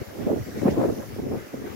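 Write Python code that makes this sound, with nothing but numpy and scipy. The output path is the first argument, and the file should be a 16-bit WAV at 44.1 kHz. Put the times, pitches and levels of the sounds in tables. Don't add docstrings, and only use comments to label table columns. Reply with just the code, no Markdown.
import sys
import numpy as np
from scipy import signal
from scipy.fft import rfft, irfft, next_fast_len
from scipy.io import wavfile
from scipy.ndimage import uniform_filter1d, map_coordinates

SR = 44100
rng = np.random.default_rng(int(sys.argv[2]) if len(sys.argv) > 2 else 0)


def transcribe(u):
    v = np.clip(np.atleast_2d(u).T, -1, 1)
    q = np.round(v * 32767).astype(np.int16)
    wavfile.write(sys.argv[1], SR, q)


N = 77175

# time in seconds, level in dB before SPRAY_GAIN_DB.
SPRAY_LEVEL = [(0, -55.5), (.3, -54.5), (.42, -54), (.53, -54), (.61, -53), (.705, -53), (.79, -55),
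               (.84, -53), (1.1, -54.5), (1.27, -57), (1.55, -56.5), (1.7, -55.5), (1.75, -56)]
# frequency in Hz, relative density in dB per Hz.
SPRAY_SPECTRUM = [(1000, -34), (2800, -3.5), (4000, -3.5), (5600, 1.5), (7000, -1), (8400, -10), (9800, -3),
                  (11300, -3.5), (13000, 0.5), (15800, -4.5)]
# time in seconds, level in dB before SURF_GAIN_DB.
SURF_LEVEL = [(0, -44), (.05, -47), (.14, -48), (.23, -44.5), (.31, -49), (.42, -44.5), (.53, -48),
              (.62, -44), (.7, -45.5), (.84, -45.5), (.97, -47.5), (1.03, -48), (1.12, -46.5), (1.2, -47.5),
              (1.28, -49.5), (1.38, -46.5), (1.5, -48), (1.62, -48.5), (1.68, -42.5), (1.75, -46.5)]
# frequency in Hz, relative density in dB per Hz.
SURF_SPECTRUM = [(60, -47), (150, -41), (250, -10.5), (450, -1), (750, -1), (1100, -8), (1500, -6),
                 (2050, -6.5), (2700, -13), (4000, -18.5), (9000, -32.5)]
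# frequency in Hz, correlation from -1 to 1.
SEA_CORRELATION = [(300, 0.94), (1000, -0.74), (1450, -0.18), (2050, 0.52), (3150, -0.32), (4600, 0.14),
                   (7400, 0.0056), (8600, 0.0066), (11000, -0.15), (15000, 0.042)]
# centre in seconds, half length in seconds,
# middle pitch in Hz, rms level at the peak in dB.
SPLASHES = [(0.608, .04, 6040, -54), (.682, 0.013, 1680, -40), (0.707, 0.011, 2300, -42),
            (0.716, 0.022, 5220, -51), (0.845, 0.046, 1600, -47), (1.038, 0.029, 1400, -50),
            (1.664, .025, 1810, -55)]
# time in seconds, level in dB before RUMBLE_GAIN_DB, left minus right in dB.
RUMBLE_LEVEL = [(0.0, -44, 7), (0.022, -35.5, 2.5), (0.052, -87, 13), (0.082, -53, 28), (0.18, -53.5, -26),
                (0.217, -34, -3), (0.258, -48, -26), (0.286, -56.5, 14), (0.316, -41, 22), (0.35, -33.5, 3),
                (0.39, -42, 8), (0.452, -49, 10), (0.614, -40.5, 7), (0.638, -38.5, 16), (0.7, -34.5, -2.5),
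                (0.842, -35, -4), (0.856, -46, 8), (0.891, -31, 3), (0.954, -46.5, 10), (1.056, -54, 23.5),
                (1.12, -42, 4.5), (1.378, -38.5, 8), (1.442, -60, 24), (1.516, -59, -4),
                (1.555, -47.5, 12.5), (1.646, -46.5, 7), (1.68, -49, 17), (1.75, -55, 19)]
# time in seconds, level in dB before FLUTTER_GAIN_DB.
FLUTTER_LEVEL = [(0.0, -69), (0.018, -34), (0.048, -55), (0.17, -40.5), (0.214, -32.5), (0.248, -40),
                 (0.272, -25.5), (0.286, -31), (0.326, -24), (0.374, -33.5), (0.458, -50), (0.476, -35.5),
                 (0.53, -46), (0.574, -28.5), (0.608, -43.5), (0.622, -25), (0.642, -27.5), (0.658, -28.5),
                 (0.696, -20.5), (0.71, -27), (0.736, -33.5), (0.788, -21.5), (0.814, -26), (0.842, -24.5),
                 (0.92, -26.5), (0.934, -38.5), (1.008, -33), (1.028, -49.5), (1.134, -43.5), (1.15, -67),
                 (1.176, -44), (1.188, -28.5), (1.212, -38.5), (1.266, -30.5), (1.29, -36), (1.328, -28),
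                 (1.364, -34), (1.418, -43), (1.52, -51), (1.544, -31), (1.568, -42.5), (1.656, -35.5),
                 (1.734, -44), (1.75, -37)]
# time in seconds, level in dB before TEAR_GAIN_DB.
TEAR_LEVEL = [(0, -52.5), (.2, -47.5), (.26, -45.5), (.298, -29), (.35, -41.5), (.42, -57), (.54, -85),
              (.645, -38), (.676, -26), (.705, -42.5), (.76, -39.5), (.79, -29.5), (.846, -27.5),
              (.87, -40), (.905, -38), (.94, -49), (1.05, -39.5), (1.085, -80), (1.28, -53), (1.335, -35.5),
              (1.42, -58), (1.75, -83)]
# frequency in Hz, relative density in dB per Hz.
RUMBLE_SPECTRUM = [(15, -16), (30, -15), (55, -13), (85, -2), (120, 1), (170, -8), (300, -6.5), (700, -68)]
FLUTTER_SPECTRUM = [(50, -70), (130, -23), (190, -4), (235, -0.5), (310, -0.5), (420, -1), (560, -12),
                    (750, -18.5), (1100, -35), (2500, -56.5)]
TEAR_SPECTRUM = [(150, -45), (350, -30), (540, 8), (720, -3.5), (1000, -10.5), (1400, -20.5), (2200, -35),
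                 (5000, -48.5)]
# centre in seconds, pitch in Hz before scatter and sag,
# envelope peak in dB, half length in cycles.
POPS = [(.272, 240, -17, 0.83), (.28, 527, -19, 1.4), (.302, 593, -18, 1.64), (0.318, 370, -16, 1.1),
        (.332, 390, -14, 1.14), (0.411, 125, -25, 2.05), (0.66, 238, -9, 0.93), (.682, 560, -9.5, 0.65),
        (0.689, 270, -10.5, 0.76), (0.786, 410, -43, 2.4), (.849, 480, -17, 2.6), (.9, 483, -20, 0.9),
        (1.124, 370, -33, 0.91), (1.165, 425, -26.5, 0.84), (1.197, 265, -23, 0.72),
        (1.224, 164, -29, 0.75), (1.271, 338, -21, 0.54)]
# centre in seconds, envelope peak in dB before the lean,
# left minus right in dB.
SNAPS = [(.302, -33, -5), (.617, -34, -7), (.635, -38, -4), (.655, -31, -3), (.662, -27, 2), (.681, -23, 7),
         (.745, -37, 3), (.775, -32, -1), (.803, -31, -1), (.816, -30, -1), (.832, -28, -4), (.838, -29, 4),
         (.846, -28, -4), (.861, -33, -2), (1.323, -36, -4)]

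TOP_HZ = 15830
SPRAY_GAIN_DB, SURF_GAIN_DB = 4, -0.5
RUMBLE_GAIN_DB, FLUTTER_GAIN_DB, TEAR_GAIN_DB = 3.5, 2, 2
DROPS_PER_S, DROP_HZ, DROP_LOG_SCATTER = 260, 1506, 0.3425
DROP_DECAY_CYCLES, DROP_SIZE_SPREAD_DB, DROPS_GAIN_DB = 3.4, 3, -9
SPLASH_WIDTH_OCTAVES, SPLASH_GRAIN_DB = 0.36, 2.5
POP_LOG_SPREAD, POP_SAG_PER_CYCLE = 0.24, 0.12
SNAP_HZ, SNAP_HALF_S, SNAP_LOG_SCATTER = 930, 0.00078, 0.088
LEFT_RIGHT = np.array([[1], [-1]])


def amp(db):
    return 10 ** (np.asarray(db) / 20)


def unit(x):
    return x / np.sqrt(np.mean(x ** 2) + 1e-20)


def along(points, hz):
    point_hz, value = np.transpose(points)
    return np.interp(np.log(hz + 1), np.log(point_hz + 1), value)


def curve(rows):
    return np.interp(np.arange(N) / SR, *np.transpose(rows))


def wobble(knots_per_s):
    knots = rng.standard_normal(N // 16)
    return map_coordinates(knots, [np.arange(N) * knots_per_s / SR], mode="wrap")


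def filtered(x, response):
    size = next_fast_len(N + SR // 2)
    spectrum = rfft(x, size) * response(np.fft.rfftfreq(size, 1 / SR))
    return irfft(spectrum, size)[..., :N]


def smooth_twice(x, size, axis=-1):
    return uniform_filter1d(uniform_filter1d(x, size=size, axis=axis), size=size, axis=axis)


def rush(spectrum, patchy_db):
    cells = signal.stft(rng.standard_normal((2, N)), nperseg=512)[2]
    patches = uniform_filter1d(rng.standard_normal(cells.shape[1:]), size=8, axis=0)
    patches = unit(uniform_filter1d(patches, size=14, axis=1))
    pair = signal.istft(cells * amp(patchy_db * patches), nperseg=512)[1][:, :N]

    def mid_side_response(hz):
        angle = np.arccos(np.clip(along(SEA_CORRELATION, hz), -1, 1)) / 2
        return amp(along(spectrum, hz)) * np.array([np.cos(angle), np.sin(angle)])

    mid, side = filtered(pair, mid_side_response)
    return unit(np.array([mid + side, mid - side]))


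def spray():
    level_db = curve(SPRAY_LEVEL) + SPRAY_GAIN_DB + 0.49 * wobble(35.7)
    return amp(level_db) * rush(SPRAY_SPECTRUM, patchy_db=1.64)


def drops():
    count = int(DROPS_PER_S * N / SR)
    when, where = rng.random((count, 2)).T[:, :, None]
    pitch, size = np.clip(rng.standard_normal((count, 2)), -2, 2).T[:, :, None]
    sample = np.arange(SR // 50)
    cycles = DROP_HZ * np.exp(DROP_LOG_SCATTER * pitch) * sample / SR
    envelope = np.exp(-cycles / DROP_DECAY_CYCLES) * (1 - np.exp(-cycles))
    rings = amp(DROP_SIZE_SPREAD_DB * size) * envelope * np.sin(2 * np.pi * cycles)
    at = ((when * N).astype(int) + sample).ravel()
    pan_angle = where * np.pi / 2
    sides = [np.bincount(at, (pan(pan_angle) * rings).ravel(), N)[:N] for pan in (np.cos, np.sin)]
    return unit(np.array(sides))


def surf():
    water = rush(SURF_SPECTRUM, patchy_db=2.0) + amp(DROPS_GAIN_DB) * drops()
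    return amp(curve(SURF_LEVEL) + SURF_GAIN_DB + 0.13 * wobble(30)) * water


def splash():
    out, t = np.zeros((2, N)), np.arange(N) / SR
    for centre_s, half_s, middle_hz, level_db in SPLASHES:
        def band(hz):
            octaves = np.log2((hz + 1) / middle_hz)
            return np.exp(-(octaves / SPLASH_WIDTH_OCTAVES) ** 2 / 2)

        patter = amp(SPLASH_GRAIN_DB * wobble(350)) * rng.standard_normal((2, N))
        swish = unit(filtered(patter, band))
        out += amp(level_db) * np.exp(-((t - centre_s) / half_s) ** 2) * swish
    return out


def eddies(spectrum, lump_rate, lump_db, drift_db):
    lumps = amp(lump_db * np.tanh([wobble(lump_rate), wobble(lump_rate)]))
    noise = filtered(lumps * rng.standard_normal((2, N)), lambda hz: amp(along(spectrum, hz)))
    power = smooth_twice(noise ** 2, 1500)
    drift = amp(drift_db * wobble(14.43) * LEFT_RIGHT)
    return unit(drift * noise / np.sqrt(np.abs(power) + 1e-20))


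def wind():
    time_s, level_db, lean_db = np.transpose(RUMBLE_LEVEL)
    ports_db = np.array([curve(np.c_[time_s, level_db + side * lean_db / 2]) for side in (1, -1)])
    rumble = eddies(RUMBLE_SPECTRUM, lump_rate=40, lump_db=9.5, drift_db=0.0)
    flutter = eddies(FLUTTER_SPECTRUM, lump_rate=110, lump_db=9.5, drift_db=2.0)
    tear = eddies(TEAR_SPECTRUM, lump_rate=160, lump_db=8.5, drift_db=1.5)
    rumble = amp(RUMBLE_GAIN_DB + ports_db) * rumble
    flutter = amp(FLUTTER_GAIN_DB + curve(FLUTTER_LEVEL)) * flutter
    tear = amp(TEAR_GAIN_DB + curve(TEAR_LEVEL)) * tear
    return rumble + flutter + tear


def snaps():
    out, t = np.zeros((2, N)), np.arange(N) / SR
    for centre_s, peak_db, lean_db in SNAPS:
        hz = SNAP_HZ * np.exp(SNAP_LOG_SCATTER * rng.standard_normal((2, 1)))
        phase_turns = rng.random() + rng.random((2, 1)) / 4
        swing = np.sin(2 * np.pi * (hz * (t - centre_s) + phase_turns))
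        envelope = np.exp(-((t - centre_s) / SNAP_HALF_S) ** 2)
        out += amp(peak_db + lean_db / 2 * LEFT_RIGHT) * envelope * swing
    return out


def pops():
    out, t = np.zeros((2, N)), np.arange(N) / SR
    for centre_s, hz, peak_db, half_cycles in POPS:
        port_hz = hz * np.exp(POP_LOG_SPREAD * (rng.random((2, 1)) - .5))
        cycles = (t - centre_s) * port_hz
        phase_turns = rng.random() + rng.random((2, 1)) / 2
        turns = cycles - POP_SAG_PER_CYCLE * cycles ** 2 / 2 + phase_turns
        out += amp(peak_db) * np.exp(-(cycles / half_cycles) ** 2) * np.sin(2 * np.pi * turns)
    return out


def scene():
    sea = spray() + surf() + splash()
    return sea + wind() + snaps() + pops()


def record(dry):
    return filtered(dry, lambda hz: hz < TOP_HZ)


dry = scene()
out = record(dry)
transcribe(out)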